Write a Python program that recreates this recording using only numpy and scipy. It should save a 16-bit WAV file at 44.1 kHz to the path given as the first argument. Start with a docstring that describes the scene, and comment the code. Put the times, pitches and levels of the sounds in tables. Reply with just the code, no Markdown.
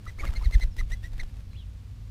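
"""A dove flutters in and lands on a garden timber, close to the microphone.
Each downstroke makes the flight feathers whistle: breathy harmonics whose pitch follows a short arch.
Crackling noise makes the swishes and flicks, low pressure dips and eddies the buffets at the microphone.
The beats slow as it settles. Far off, a small bird chirps in gliding tones;
behind it lie a low rumble and soft hiss of coloured noise and a wavering drone."""
import sys
import numpy as np
from scipy import signal
from scipy.fft import rfft, irfft
from scipy.io import wavfile
from scipy.ndimage import uniform_filter1d

SR = 44100
rng = np.random.default_rng(int(sys.argv[2]) if len(sys.argv) > 2 else 0)


def wav_out(sig):
    """Save sig, one row per channel (or a flat mono array), as 16-bit PCM at SR to the path in sys.argv[1]."""
    wavfile.write(sys.argv[1], SR, np.round(np.clip(np.atleast_2d(sig).T, -1, 1) * 32767).astype(np.int16))


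N = 92610  # samples, 2.1 s

# Far background, outdoor rumble: [f/Hz, relative level/dB]
RUMBLE_COLOUR = [(12, -64), (20, -64), (44, 2), (97, -9), (110, -10), (123, -15), (162, -21), (211, -23.5),
                 (248, -25.5), (282, -31.5), (400, -42.5), (520, -36), (880, -120)]
# Far background, soft hiss of air: [f/Hz, relative level/dB]
HISS_COLOUR = [(240, -72), (400, 4), (432, -4.5), (458, -4.5), (964, -5.5), (1170, -5.5), (1330, -8),
               (2540, -8.5), (4390, -10.5), (15000, -24)]
# Distant songbird's notes: [start t/s, length t/s, start f/Hz, middle f/Hz, end f/Hz, level/dB before trim]
BIRD_NOTES = [(.705, .045, 5850, 5350, 4800, -64), (.940, .09, 3400, 3350, 3340, -66),
              (1.500, .048, 4200, 4020, 4300, -61), (1.527, .050, 1900, 2550, 3600, -57),
              (1.560, .085, 3600, 3250, 2550, -56), (1.566, .06, 4200, 3850, 3300, -58)]
# Buffets of air at the microphone: [centre t/s, width t/s, dip level/dB before the low cut]
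AIR_BUFFETS = [(0.073, 0.011, -29), (0.202, 0.017, -22), (0.237, 0.005, -22.5), (0.277, 0.017, -13.5),
               (0.293, 0.0045, -18), (0.38, 0.00655, -17.5), (.428, 0.0077, -21.5), (0.469, 0.0061, -10),
               (0.557, 0.0052, -7), (0.645, 0.0079, -13), (.789, .0085, -16), (.822, .008, -19.5),
               (.921, .008, -16.5), (1.043, .009, -20.5), (1.149, 0.0043, -30), (1.212, 0.015, -22)]
# Eddies at the microphone: [f/Hz, relative level/dB]
EDDY_SPECTRUM = [(18, 3.5), (35, 1), (80, -9), (130, -19.5), (300, -42.5), (800, -53)]
# Close swishes of air through the feathers:
# [peak t/s, rise t/s, fall t/s, relative level/dB, extra treble level/dB]
FEATHER_SWISHES = [(0.093, 0.051, 0.029, -53.5, 1.5), (0.201, 0.015, 0.058, -50, 1),
                   (0.239, 0.018, .02, -43.5, -22), (0.276, 0.038, 0.036, -48.5, -2),
                   (0.366, 0.035, 0.036, -49.5, -1.5), (0.456, 0.033, 0.029, -52.5, 6),
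                   (0.548, 0.019, 0.011, -51, 9), (0.631, 0.046, 0.027, -49.5, 3),
                   (0.795, 0.017, 0.017, -51, 8), (0.928, 0.03, 0.027, -55, 6),
                   (1.046, 0.018, 0.027, -53, 4), (1.204, 0.049, 0.039, -53.5, -0.5),
                   (1.137, 0.013, 0.009, -61.5, -2), (1.291, 0.013, .015, -63.5, 4.5),
                   (1.40, 0.039, 0.016, -57, -1)]
# Smooth air in a swish: [f/Hz, relative level/dB]
SWISH_SPECTRUM = [(150, 10), (400, 6.5), (700, 1.5), (1100, -5), (1800, 2.5), (3000, -3.5), (5500, -7.5),
                  (8000, -13), (12000, -15.5), (16000, -17)]
# Close feather flicks and taps of the feet: [centre t/s, length t/s from peak to 1/e, level/dB]
FEATHER_FLICKS = [(.056, .003, -53), (.254, .0015, -37), (.338, .002, -43), (.426, .002, -45),
                  (.512, .003, -45), (.599, .003, -45), (.639, .004, -44), (.768, .003, -46),
                  (.835, .002, -54), (.904, .003, -49), (1.031, .001, -53), (1.181, .003, -52),
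                  (1.235, .004, -48), (1.134, .002, -50), (1.343, .002, -58), (1.370, .002, -55),
                  (1.533, .001, -53)]
# Flicks, taps and crackle: [f/Hz, relative level/dB]
FLICK_SPECTRUM = [(200, 6), (800, 2), (1800, -2), (3500, -4.5), (6000, -10), (9000, -14.5), (16000, -19)]
# Lower whistles of the turning wing: [centre t/s, length t/s, highest f/Hz, level/dB]
TURNING_WHISTLES = [(.068, .015, 1300, -44), (.187, .012, 1330, -51), (.325, .04, 980, -54),
                    (.347, .014, 1350, -51), (.418, .028, 1020, -47), (.436, .016, 1300, -47),
                    (.500, .026, 1020, -55), (.239, .022, 1230, -36), (.251, .012, 1000, -45),
                    (.292, .011, 1400, -46), (.640, .018, 660, -51), (.813, .012, 1260, -46.5)]
# Downstroke whistles, close: [start t/s, length t/s, loudest at share of length, level/dB before trim,
# start f/Hz, top f/Hz, end f/Hz, top at share of length, octave relative level/dB, roughness 0-1]
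DOWNSTROKE_WHISTLES = [ (.068, .038, .45, -40, 1880, 2000, 1850, .55, -15, .2),
                       (.185, .035, .58, -35.5, 1750, 2320, 1600, .54, -15, .55),
                       (.257, .039, .55, -40, 1950, 2200, 1650, .5, -9, .7),
                       (.348, .032, .66, -40, 1980, 2150, 1950, .55, -1, .35),
                       (.429, .040, .82, -41, 2030, 2130, 1600, .5, -4, .6),
                       (.520, .038, .68, -32, 2020, 2090, 1520, .6, -9, .25),
                       (.603, .040, .68, -34, 1970, 2070, 1850, .62, -6, .35),
                       (.780, .035, .5, -31.5, 1750, 2060, 1800, .57, -11, .5),
                       (.909, .041, .47, -35, 1760, 2020, 1850, .8, -14, .22),
                       (1.035, .043, .14, -42, 1800, 1950, 1860, .62, -15, .22),
                       (1.193, .027, .17, -35, 1700, 2080, 1620, .33, -8, .45)]
# Third, fourth and fifth harmonic of those whistles: [level/dB relative to the fundamental]
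UPPER_HARMONICS_DB = [-15.5, -23.5, -27.5]

RUMBLE_DB, HISS_DB = -40.5, -64
RUMBLE_STEADY = 0.2  # share of the rumble's slow level changes that is evened out
DRONE_HZ, DRONE_DB, DRONE_ROUGH = 98.3, -44, 0.12
CHIRP_TRIM_DB, CHIRP_ROUGH = -0.5, 0.184
CHIRP_LOUDEST = .32  # share of a note's length, counted from its high end
CHIRP_ECHO_DB, CHIRP_ECHO_T60_S = -5, .22
BUFFET_LOW_CUT_HZ = 25.9
EDDY_DB, EDDY_S = -18, .03  # eddy level relative to its buffet, spread in time
WAKE_DB, WAKE_PEAK_S, WAKE_SPREAD_S = -37.5, 0.93, 0.56
SWISH_SPLIT_HZ = 2200  # body below, treble above
GRAIN_DB, GRAIN_HZ = 2.5, 400  # spread and rate of the swish's level flicker
CRACKLE_PER_S, CRACKLE_DECAY_S = 260, 0.00069
CRACKLE_DB, CRACKLE_SPREAD_DB = -8, 6.5
LOW_ROUGH, LOW_SAG = .8, .22  # sag: share of pitch lost at both ends
WHISTLE_TRIM_DB, ARCH_POWER = -1.5, 1.9
BREATHY, BREATHY_HZ = .33, 450
FLUTTER_HZ, FLUTTER_DEPTH, PITCH_JITTER = 242, 0.6, 0.0435  # both amounts at roughness 1
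RISE_POWER, FALL_POWER = 1.25, .8
GARDEN_T60_S, GARDEN_DB = 0.085, -20.5
TOP_HZ = 15500


def undb(db):
    """Decibels to gain."""
    return 10 ** (np.asarray(db) / 20)


def clock():
    """Time of every sample in seconds."""
    return np.arange(N) / SR


def noise(colour):
    """Noise of rms 1 shaped by spectrum points, falling 36 dB per octave outside them."""
    hz, db = np.array(colour, float).T
    octave = np.log2(np.maximum(np.arange(N // 2 + 1) * SR / N, 1))
    outside = np.abs(octave - np.clip(octave, np.log2(hz[0]), np.log2(hz[-1])))
    gain = undb(np.interp(octave, np.log2(hz), db) - 36 * outside)
    x = irfft(rfft(rng.standard_normal(N)) * gain, N)
    return x / x.std()


def wander(hz):
    """Smooth random course of spread 1, its spectrum fading out around hz."""
    f = np.arange(N // 2 + 1) * SR / N
    x = irfft(rfft(rng.standard_normal(N)) * np.exp(-(f / hz) ** 2), N)
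    return x / x.std()


def skewed(u, top):
    """Position in an event: -1 at its start, 0 at the top, 1 at its end."""
    top = np.clip(top, .05, .95)
    from_top = u - top
    return np.clip(np.where(u < top, from_top / top, from_top / (1 - top)), -1, 1)


def swell(u, top):
    """Loudness of an event: a gradual rise and a rounder, more sudden fall."""
    position = skewed(u, top)
    power = np.where(position < 0, RISE_POWER, FALL_POWER)
    return np.abs(np.cos(np.pi / 2 * position)) ** power


def flutter(hz, rough):
    """Phase and strength of a tone that shakes in pitch and level."""
    shaken_hz = hz * (1 + PITCH_JITTER * rough * wander(FLUTTER_HZ))
    phase = 2 * np.pi * np.cumsum(shaken_hz) / SR
    depth = FLUTTER_DEPTH * rough
    strength = (1 + depth * wander(FLUTTER_HZ)) / np.sqrt(1 + depth ** 2)
    return phase, strength


def echo(x, t60, db):
    """Adds the diffuse scatter from plants and fences as a decaying noise tail."""
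    tail = rng.standard_normal(N) * undb(-60 * clock() / t60)
    scatter = signal.fftconvolve(x, tail / np.linalg.norm(tail))[:N]
    return x + undb(db) * scatter


def garden():
    """Far background: an even low rumble, a wavering far-off drone and a soft hiss."""
    rumble = noise(RUMBLE_COLOUR)
    slow_power = uniform_filter1d(rumble ** 2, size=SR // 12)
    rumble = rumble / slow_power ** (RUMBLE_STEADY / 2)
    drone_hz = DRONE_HZ * (1 + 0.0309 * wander(5.68))
    drone = np.sin(2 * np.pi * np.cumsum(drone_hz) / SR) * (1 + DRONE_ROUGH * wander(10))
    hiss = undb(HISS_DB + 0.18 * wander(18)) * noise(HISS_COLOUR)
    return undb(RUMBLE_DB) * rumble + undb(DRONE_DB) * drone + hiss


def songbird():
    """Far off: faint gliding notes, loudest near their high end and blurred by distance."""
    t, out = clock(), np.zeros(N)
    for start, length, start_hz, middle_hz, end_hz, db in BIRD_NOTES:
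        u = np.clip((t - start) / length, 0, 1)
        glide_hz = np.interp(2 * u, [0, 1, 2], [start_hz, middle_hz, end_hz])
        phase, shake = flutter(glide_hz, CHIRP_ROUGH)
        loudest = CHIRP_LOUDEST if end_hz < start_hz else 1 - CHIRP_LOUDEST
        out += undb(db + CHIRP_TRIM_DB) * swell(u, loudest) * shake * np.sin(phase)
    return echo(out, CHIRP_ECHO_T60_S, CHIRP_ECHO_DB)


def buffets():
    """At the microphone: each beat sends a dip of pressure past, then eddies that linger as a wake."""
    t, dips, stir = clock(), np.zeros(N), np.zeros(N)
    for at, width, db in AIR_BUFFETS:
        u = (t - at) / width
        dips += undb(db) * (u ** 2 - 1) * np.exp(-u ** 2 / 2)
        stir += undb(db) * np.exp(-((t - at) / EDDY_S - .5) ** 2)  # strongest just after the dip
    low_cut = signal.butter(2, BUFFET_LOW_CUT_HZ, "high", fs=SR, output="sos")
    gusts = signal.sosfilt(low_cut, dips)
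    wake = undb(WAKE_DB) * np.exp(-((t - WAKE_PEAK_S) / WAKE_SPREAD_S) ** 2)
    return gusts + (undb(EDDY_DB) * stir + wake) * noise(EDDY_SPECTRUM)


def feather_crackle():
    """Vanes slip over each other: random small bursts of uneven strength that die away at once."""
    starts = rng.random(N) < CRACKLE_PER_S / SR
    slip_db = CRACKLE_SPREAD_DB * np.minimum(rng.exponential(size=N), np.pi)
    decay = np.exp(-1 / (CRACKLE_DECAY_S * SR))
    crackle = signal.lfilter([1], [1, -decay], starts * undb(slip_db)) * noise(FLICK_SPECTRUM)
    return undb(CRACKLE_DB) * crackle / crackle.std()


def swishes():
    """Air through the feathers: grainy, crackling noise swells and fades with the speed of the wing."""
    t, out = clock(), np.zeros(N)
    crackle = feather_crackle()
    smooth_air = noise(SWISH_SPECTRUM)
    grain = undb(GRAIN_DB * wander(GRAIN_HZ) - 3.5)
    air = smooth_air * grain + crackle
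    body = signal.sosfiltfilt(signal.butter(2, SWISH_SPLIT_HZ, fs=SR, output="sos"), air)
    treble = air - body
    for at, rise, fall, db, treble_db in FEATHER_SWISHES:
        u = (t - at) / np.where(t < at, rise, fall)
        speed = 1 / np.cosh(np.clip(u * np.sqrt(2), -20, 20))
        out += undb(db) * speed * (body + undb(treble_db) * treble)
    return out


def flicks():
    """Feathers or feet touch: very brief bursts of noise."""
    t = clock()
    touch = sum(undb(db) * np.exp(-((t - at) / length) ** 2) for at, length, db in FEATHER_FLICKS)
    return touch * noise(FLICK_SPECTRUM)


def low_whistles():
    """Slower air, as the wing turns over, sounds a lower and plainer note."""
    t, out = clock(), np.zeros(N)
    for centre, length, hz, db in TURNING_WHISTLES:
        u = np.clip((t - centre) / length + 1 / 2, 0, 1)
        sagging_hz = hz * (1 - LOW_SAG * (2 * u - 1) ** 2)
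        phase, shake = flutter(sagging_hz, LOW_ROUGH)
        out += undb(db) * np.sin(np.pi * u) * shake * np.sin(phase)
    return out


def breath(harmonic):
    """Ragged complex strength of rms 1 for one harmonic; higher harmonics are breathier."""
    amount = BREATHY * np.sqrt(harmonic - 1 + 0.19)
    ragged = 1 + amount * (wander(BREATHY_HZ) + 1j * wander(BREATHY_HZ))
    return ragged / np.sqrt(np.mean(np.abs(ragged) ** 2))


def wing_whistles():
    """The feather tips sing with breathy harmonics; the pitch arches with the speed of the wing."""
    t, out = clock(), np.zeros(N)
    breaths = [breath(h) for h in range(1, len(UPPER_HARMONICS_DB) + 3)]
    for start, length, loudest, db, start_hz, top_hz, end_hz, top, octave_db, rough in DOWNSTROKE_WHISTLES:
        u = (t - start) / length
        arch = skewed(u, top)
        foot_hz = np.where(arch < 0, start_hz, end_hz)
        hz = top_hz + (foot_hz - top_hz) * np.abs(arch) ** ARCH_POWER
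        phase, shake = flutter(hz, rough)
        on = (u > 0) & (u < 1)
        tone = 0
        for k, harmonic_db in enumerate([0, octave_db, *UPPER_HARMONICS_DB]):
            harmonic = breaths[k][on] * np.exp(1j * (k + 1) * phase[on])
            tone = tone + undb(harmonic_db) * harmonic.imag
        out[on] += undb(db + WHISTLE_TRIM_DB) * swell(u[on], loudest) * shake[on] * tone
    return out


def scene():
    """The dove close by, the garden behind it."""
    dry_wings = wing_whistles() + low_whistles() + swishes() + flicks()
    wings = echo(dry_wings, GARDEN_T60_S, GARDEN_DB)
    return (wings + buffets() + songbird() + garden())[None]


def record(dry):
    """The recorder cuts the top steeply."""
    return signal.sosfilt(signal.ellip(10, .2, 80, TOP_HZ, fs=SR, output="sos"), dry)


dry = scene()
out = record(dry)
wav_out(out)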